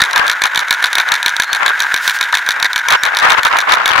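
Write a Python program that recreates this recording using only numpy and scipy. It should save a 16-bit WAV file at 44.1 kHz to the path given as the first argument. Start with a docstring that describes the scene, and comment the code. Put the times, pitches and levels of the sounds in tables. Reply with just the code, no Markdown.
"""Sled climbing a steel track

A sled is hauled up a hillside, heard from the seat. Its pawl, the catch that stops it rolling back,
touches each tooth, drops and bounces, about seven times a second, overloading the microphone.
The running gear (the wheels and their mounts) keeps the chassis singing, and knocks, judders and
squeaks now and then. Wind buffets the two microphone ports."""
import sys
import numpy as np
from scipy import signal
from scipy.fft import rfft, irfft
from scipy.io import wavfile

SR = 44100
rng = np.random.default_rng(int(sys.argv[2]) if len(sys.argv) > 2 else 0)


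def master(y):
    """Save y as 16-bit WAV."""
    cut = np.clip(np.atleast_2d(y).T, -1, 1)
    pcm = np.round(cut * 32767)  # scale
    wavfile.write(sys.argv[1], SR, pcm.astype(np.int16))


N = 176400
TIME = np.arange(N) / SR


def from_db(db):
    """Turn decibels into a gain."""
    return 10 ** (np.asarray(db) / 20)


def rms_one(x):
    """Scale a signal to an average power of one."""
    return x / np.sqrt(np.mean(x ** 2) + 1e-20)


def level_curve(rows):
    """A gain that follows rows of time_s, level_db."""
    return from_db(np.interp(TIME, *np.transpose(rows)))


def lean(db):
    """Turn the left side up and the right side down by db."""
    return from_db([[db], [-db]])


def noise(spectrum):
    """Noise shaped by rows of pitch_hz, level_db, fading away below the first row."""
    hz, db = np.transpose(spectrum)
    bins_hz = np.arange(N // 2 + 1) * SR / N + 1
    shape = from_db(np.interp(np.log(bins_hz), np.log(hz), db)) / (1 + (hz[0] / 2 / bins_hz) ** 2)
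    return rms_one(irfft(rfft(rng.standard_normal(N)) * shape, N))


def drift(rate_hz):
    """A random wobble of about plus or minus one."""
    lowpass = signal.butter(2, rate_hz, fs=SR, output="sos")
    return rms_one(signal.sosfilt(lowpass, rng.standard_normal(N + SR))[SR:])


def wide_noise(spectrum, rough_db=0, rough_hz=10):
    """Separate noise for left and right; rough_db makes each flutter."""
    return np.array([rms_one(noise(spectrum) * from_db(rough_db * drift(rough_hz))) for _ in range(2)])


def swell(start_s, length_s, db, rise_s, fall_s):
    """A gain that fades in, holds and fades out."""
    end_s = start_s + length_s
    fade_in = np.interp(TIME, [start_s - rise_s / 2, start_s + rise_s / 2], [0, 1])
    fade_out = np.interp(TIME, [end_s - fall_s / 2, end_s + fall_s / 2], [1, 0])
    return from_db(db) * fade_in * fade_out


def struck(modes, t, detune=0.011, scatter_db=1.5):
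    """Tones that fade 60 dB in ring_s; the contact point shifts, so each blow rings differently."""
    hz, db, ring_s = np.transpose(modes)
    hz = hz * (1 + detune * rng.standard_normal(len(hz)))
    gains = from_db(db + scatter_db * rng.standard_normal(len(hz)))
    phase = 2 * np.pi * rng.random((len(hz), 1))
    fade = np.exp(-np.log(1000) * t / ring_s[:, None])
    return gains @ (np.cos(2 * np.pi * hz[:, None] * t + phase) * fade)


# Tone of the open air: pitch_hz, level_db
AIR_SPECTRUM = [(100, -2), (600, 15), (1500, -24), (4000, -19), (7000, -1), (12000, -2), (16000, 2)]

def open_air():
    """A faint, steady hiss on both sides."""
    return from_db(-49) * wide_noise(AIR_SPECTRUM)


# Wind between gusts: time_s, level_db
BREEZE_LEVEL = [(0, -25), (1.25, -34.5), (1.4, -40), (1.88, -28), (1.98, -58), (2.4, -67), (2.55, -30),
                (2.73, -51), (2.86, -35), (3.1, -22.5), (4, -19.5)]
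# Gusts: start_s, length_s, level_db, lean_left_db
GUSTS = [(0.073, 0.052, -32, -2), (0.142, .12, -16, 4), (0.265, 0.029, -18.5, 1), (0.442, 0.018, -13, 2),
         (0.539, 0.025, -20, 0), (0.612, 0.026, -22, -7), (0.961, 0.057, -27.5, -7.5), (1.07, .07, -21, 6),
         (1.502, 0.069, -22, 5), (1.603, 0.11, -15.5, 2.5), (1.814, 0.047, -29, 0),
         (2.559, .063, -21.5, 1.5), (2.862, 0.048, -22, 4), (2.905, 0.056, -9, -0.6),
         (3.055, 0.039, -18, 4.5), (3.123, 0.035, -27, 4), (3.212, 0.14, -11.5, 2),
         (3.37, 0.031, -14.5, 4.5), (3.449, 0.031, -13.5, -1.5), (3.506, 0.086, -15, -1.5),
         (3.679, 0.065, -9, 0.5), (3.761, 0.12, -22, 5), (3.89, 0.14, -15, 3.5)]
# Tone of the rushing wind and of its sputter: pitch_hz, level_db
WIND_SPECTRUM = [(25, -40), (100, -49), (250, -25), (450, -13.5), (700, -5.5), (1000, 2.5), (1400, 2),
                 (1750, -0.5), (2300, -7), (3200, -17), (5000, -36), (7000, -37), (9000, -54), (16000, -57)]
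SPUTTER_SPECTRUM = [(25, -10), (200, -2), (600, -21), (2500, 11.5), (5000, -2.5), (8000, -16.5),
                    (16000, -27)]

def wind():
    """Air swirls at each microphone port; hard gusts break up and sputter."""
    gusts = sum(lean(lean_db) * swell(start_s, length_s, db, rise_s=0.025, fall_s=0.012)
                for start_s, length_s, db, lean_db in GUSTS)
    force = level_curve(BREEZE_LEVEL) * lean(1.3) + gusts
    rush = wide_noise(WIND_SPECTRUM, rough_db=3.5, rough_hz=71)
    sputter = from_db(0.5) * wide_noise(SPUTTER_SPECTRUM, rough_db=9.5, rough_hz=353)
    return force * rush + force ** 2.02 * sputter


# Swells of hiss: start_s, length_s, level_db
HISSES = [(1.82, 0.32, -40), (2.025, 0.08, -26), (2.145, 0.022, -21.5)]
# Tone of the hiss in the middle and out at the sides: pitch_hz, level_db
HISS_SPECTRUM = [(2000, 4.5), (3500, 3), (6500, -2), (8500, -9), (13000, -13), (16000, -22)]
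HISS_SIDES = [(3000, -21), (7000, -1), (11000, 2), (16000, -1)]

def hiss(edge_s=0.038):
    """A hiss swells and fades; only its treble is wide."""
    level = sum(swell(*row, edge_s, edge_s) for row in HISSES)
    return level * (noise(HISS_SPECTRUM) + from_db(-6) * wide_noise(HISS_SIDES))


# Tone of the rolling noise: pitch_hz, level_db
ROLLING_SPECTRUM = [(25, -52), (120, -53), (300, -31), (600, -21.5), (950, -4.5), (1200, -8.5), (1550, 4.5),
                    (2100, -3.5), (2800, -15.5), (3600, -15), (4500, -24.5), (6800, -24.5), (7600, -33),
                    (12000, -35), (16000, -44)]
# Its loudness: time_s, level_db
ROLLING_LEVEL = [(0, -17), (.36, -23), (.55, -23), (.78, -20), (1.1, -19), (1.45, -22), (1.9, -21.5),
                 (2.3, -21), (2.55, -21.5), (2.82, -24), (3.2, -21.5), (3.64, -25.5), (4, -38)]
# Pitches at which it makes the chassis ring: pitch_hz, width_hz, level_db
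CHASSIS_RINGS = [(1465, 47, -26), (1738, 105, -29), (2203, 63, -38.5), (3740, 140, -43.5), (7150, 320, -56)]

def running_gear(shake, shake_db=3, rough_db=2.5):
    """Rolling noise keeps the chassis ringing, and both get louder when shaken."""
    out = level_curve(ROLLING_LEVEL) * noise(ROLLING_SPECTRUM)
    for hz, width_hz, db in CHASSIS_RINGS:
        decay = np.exp(-np.pi * width_hz / SR)
        feedback = [1, -2 * decay * np.cos(2 * np.pi * hz / SR), decay * decay]
        ring = signal.lfilter([1, 0, -1], feedback, rng.standard_normal(N + SR))
        octave_band = signal.butter(1, [hz / 2 ** .5, hz * 2 ** .5], "band", fs=SR, output="sos")
        out += from_db(db) * rms_one(signal.sosfilt(octave_band, ring)[SR:])
    return out * from_db(-0.5 + shake_db * shake + rough_db * drift(rate_hz=50))


# Loudness of the singing chassis: time_s, level_db
SINGING_LEVEL = [(0, -25), (.25, -18), (.5, -39), (1.3, -26), (1.7, -20.5), (2.3, -23), (2.8, -23),
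                 (4, -30)]

def singing(pitch_hz=1608, width_hz=6, flutter_db=3.5):
    """Friction keeps the chassis' purest ring going as a nearly steady tone."""
    wander = np.sqrt(2 * np.pi * width_hz / SR) * np.cumsum(rng.standard_normal(N))
    level = level_curve(SINGING_LEVEL) * from_db(flutter_db * drift(rate_hz=25))
    return level * np.sin(2 * np.pi * pitch_hz * TIME + wander)


# Squeaks: start_s, length_s, start_hz, end_hz, level_db
SQUEAKS = [(1.402, 0.15, 4280, 4140, -34), (1.507, 0.059, 4340, 4400, -26), (2.972, 0.073, 5470, 5570, -37)]

def squeaks(edge_s=0.02):
    """The running gear gives thin, wavering tones that slide a little up or down."""
    waver = 1 + 0.021 * drift(rate_hz=110)
    out = np.zeros(N)
    for start_s, length_s, start_hz, end_hz, db in SQUEAKS:
        hz = np.interp(TIME, [start_s, start_s + length_s], [start_hz, end_hz]) * waver
        out += swell(start_s, length_s, db, edge_s, edge_s) * np.sin(2 * np.pi * np.cumsum(hz) / SR)
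    return out


# Judders: start_s, length_s, level_db, pitch_hz
JUDDERS = [(.002, 0.0081, -7.5, 1400), (0.016, 0.01, -7, 1696), (0.841, 0.0081, -5, 1472),
           (2.34, 0.0065, -5.5, 1566), (2.646, 0.021, -11.5, 1915)]
# Tone of their rasp: pitch_hz, level_db
RASP_SPECTRUM = [(25, -43), (350, -38), (600, -29), (980, 0), (1200, -14), (1520, 2), (1750, 11),
                 (2600, -42), (3700, 0), (6000, -22), (16000, -38)]

def judders(edge_s=0.0011, rough_db=1.5):
    """The running gear sticks and slips, so the chassis gives a brief, raspy tone."""
    waver = 1 + 0.0544 * drift(rate_hz=214)
    rasp = noise(RASP_SPECTRUM)
    out = np.zeros(N)
    for start_s, length_s, db, hz in JUDDERS:
        tone = np.sin(2 * np.pi * np.cumsum(hz * waver) / SR)
        out += swell(start_s, length_s, db, edge_s, edge_s) * (tone + rasp)
    return out * from_db(rough_db * drift(rate_hz=290))


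# Wheel knocks: start_s, level_db, lean_left_db
KNOCKS = [(.212, -10, 10), (0.448, -8, 1), (1.093, -16, -2), (2.329, 3, 4.5), (2.948, 0.5, -3),
          (3.321, -6, 9), (3.383, -10, -4), (3.457, -2.5, -9.5), (3.534, 1, 6), (3.556, 2, 0),
          (3.682, -10, -5), (3.696, -10, 4), (3.752, -6, 9), (3.77, 1, -7), (3.981, -2, 13.5)]
# Tones in a knock: pitch_hz, level_db, ring_s
KNOCK_MODES = [(972, -1, 0.02), (1175, -7, 0.029), (1297, -3.5, 0.029), (1516, -1, 0.041),
               (1750, -4.5, 0.016), (2053, -3, 0.015), (2870, -9, 0.018)]

def knocks(contact_s=0.00098):
    """Wheels hit the rail, a softer contact than the pawl's, and the chassis rings dully."""
    t = np.arange(SR // 20) / SR
    onset = 1 - np.exp(-t / contact_s)
    out = np.zeros((2, N + SR))
    for start_s, db, lean_db in KNOCKS:
        at = int(start_s * SR) + np.arange(len(t))
        out[:, at] += from_db(db - 6.5) * lean(lean_db) * struck(KNOCK_MODES, t) * onset
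    return out[:, :N]


# Low bumps of the sled: start_s, level_db
BUMPS = [(0.02, -7.5), (0.298, -24), (.576, -19), (2.351, -28), (3.452, -19)]

def bumps(pitch_hz=159, decay_s=0.0017):
    """A few pawl drops come with a brief, low thump as the sled bumps."""
    start_s, db = np.transpose(BUMPS)
    age = np.maximum(TIME - start_s[:, None], 0)
    return from_db(db) @ (np.sin(2 * np.pi * pitch_hz * age) * np.exp(-age / decay_s))


# Light touches of the pawl on the teeth, mostly just before a drop: start_s, level_db
PAWL_TOUCHES = [(0.111, -12.5), (0.1318, -7.5), (0.267, -13), (0.2799, -7.5), (0.4192, -3), (0.5477, -12),
                (0.5587, -5), (0.6835, -16), (0.826, -9.5), (0.9301, -4), (0.954, -1), (1.0884, -11.5),
                (1.229, -8), (1.366, -9), (1.794, -14.5), (1.92, -18.5), (2.1882, -15), (2.3261, -10),
                (2.4641, -14), (2.6001, -13.5), (2.7318, -10), (2.9047, -3.5), (2.9237, -4), (2.9356, -7.5),
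                (3.149, -13.5), (3.4323, -5), (3.5690, -7), (3.694, -13.5), (3.9313, -30)]
# Drops of the pawl: start_s, level_db, first_bounce_after_s
PAWL_DROPS = [(.0180, 0, 0.02), (.1603, -0.5, 0.018), (0.298, -2, 0.017), (0.4379, 0.5, 0.018),
              (0.5753, -1, 0.017), (0.7081, 2, 0.019), (0.8414, -1.5, .0160), (0.983, 0, .0173),
              (1.1191, 2, .0210), (1.2612, 1, 0.02), (1.3993, 1, 0.022), (1.5306, -1.5, .0182),
              (1.6619, 0, 0.018), (1.8033, -1, 0.018), (1.9417, -1, 0.021), (2.0775, 1, 0.019),
              (2.2111, -1.5, 0.017), (2.3513, -0.5, 0.02), (2.4890, 0, 0.018), (2.6270, 0, 0.018),
              (2.7601, -0.5, .0183), (2.8853, -1, 0.023), (3.0347, -1.5, 0.018), (3.17, 0, 0.018),
              (3.3032, -2, 0.017), (3.451, -3, 0.017), (3.5874, -2, 0.016), (3.7212, -0.5, 0.017),
              (3.8580, 1.5, 0.02), (3.9980, -0.5, .0180)]

def pawl_blows(flight_shrink=0.62, first_loss_db=5.5, next_loss_db=6):
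    """List start_s, level_db of every blow; a drop bounces three times, ever sooner and weaker."""
    blows = list(PAWL_TOUCHES)
    for start_s, db, flight_s in PAWL_DROPS:
        blows.append((start_s, db))
        for bounce in range(3):
            start_s += flight_s * flight_shrink ** bounce
            blows.append((start_s, db - first_loss_db - next_loss_db * bounce))
    return blows


def pawl_shake(rise_s=0.018, fall_s=0.013):
    """Each drop stirs up a shake, from 0 to 1, that dies away before the next tooth."""
    ages = (TIME - start_s for start_s, _, _ in PAWL_DROPS)
    return sum(np.clip(age / rise_s, 0, 1) * np.exp(-np.maximum(age - rise_s, 0) / fall_s)
               for age in ages)


# Tones of the struck pawl, chassis and toothed rack: pitch_hz, level_db, ring_s
PAWL_MODES = [(3040, -19, 0.038), (3353, -9, 0.019), (3621, -3.5, .017), (3820, -1.5, 0.011),
              (4110, -10.5, 0.02), (4410, -16.5, 0.03), (5910, -6.5, 0.01), (6045, -13, 0.013),
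              (6890, -23, 0.025), (10070, -19, 0.016), (10530, -12, 0.0066), (12050, -22, 0.019),
              (13400, -21, 0.015)]
CHASSIS_MODES = [(979, -14, 0.038), (1210, -26.5, 0.03), (1452, -33, 0.12), (1627, -11.5, 0.036),
                 (1704, -8.5, .035), (1735, -23.5, 0.066), (2228, -12.5, 0.049), (2414, -15.5, 0.042)]
RACK_MODES = [(4220, -31, 0.019), (3950, -4, 0.061)]
# The rack rings more freely on the first stretch: time_s, level_db
RACK_LEVEL = [(0, -13), (1.0, -16), (1.6, -34), (4, -36)]
# Tone of a blow's crack, and of its sound through the air, different in each ear: pitch_hz, level_db
CRACK_SPECTRUM = [(40, -18), (200, -32), (600, -17), (1500, 20.5), (2800, 6.5), (4000, 10), (7000, 4.5),
                  (11000, -10.5), (16000, -15)]
AIRBORNE_SPECTRUM = [(300, 13), (1500, -30), (4000, -2), (7000, -4), (10500, -2.5), (16000, -11)]

def pawl(snap_hz=3730, low_cut_hz=555):
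    """Steel hits steel with a snap, a crack and a short rattle; pawl, rack and chassis ring."""
    t = np.arange(SR // 20) / SR
    snap = from_db(-4) * np.cos(2 * np.pi * snap_hz * t) * np.exp(-t / 0.00065)
    crack = from_db(-6.5) * np.exp(-t / 0.0019)
    rattle = from_db(-27) * np.exp(-t / 0.0097)
    airborne = from_db(-22) * np.exp(-t / 0.0037)
    grit = np.tile(noise(CRACK_SPECTRUM), 2)
    wide_grit = np.tile(wide_noise(AIRBORNE_SPECTRUM), 2)
    out = np.zeros((2, N + SR))
    for start_s, db in pawl_blows():
        at = int(start_s * SR) + np.arange(len(t))
        ring = from_db(-1) * struck(PAWL_MODES, t) + from_db(0.5) * struck(CHASSIS_MODES, t)
        rack = from_db(np.interp(start_s, *np.transpose(RACK_LEVEL))) * struck(RACK_MODES, t)
        burst = (crack + rattle) * grit[at] + airborne * wide_grit[:, at]
        out[:, at] += from_db(db) * (snap + ring + rack + burst)
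    low_cut = signal.butter(2, low_cut_hz, "high", fs=SR, output="sos")
    return signal.sosfilt(low_cut, out[:, :N] + 1e-18)


def scene():
    """The sled sounds mostly from the middle, below the seat; wind and air differ on the two sides."""
    return (hiss() + pawl() + knocks() + running_gear(pawl_shake()) + singing()
            + judders() + squeaks() + bumps() + wind() + open_air())


def record(dry, cutoff_hz=16400):
    """The loudest blows overload the microphone and clip; the highest treble is cut."""
    lowpass = signal.cheby2(16, 60, cutoff_hz, fs=SR, output="sos")
    return signal.sosfilt(lowpass, np.clip(dry, -1, 1))


dry = scene()
out = record(dry)
master(out)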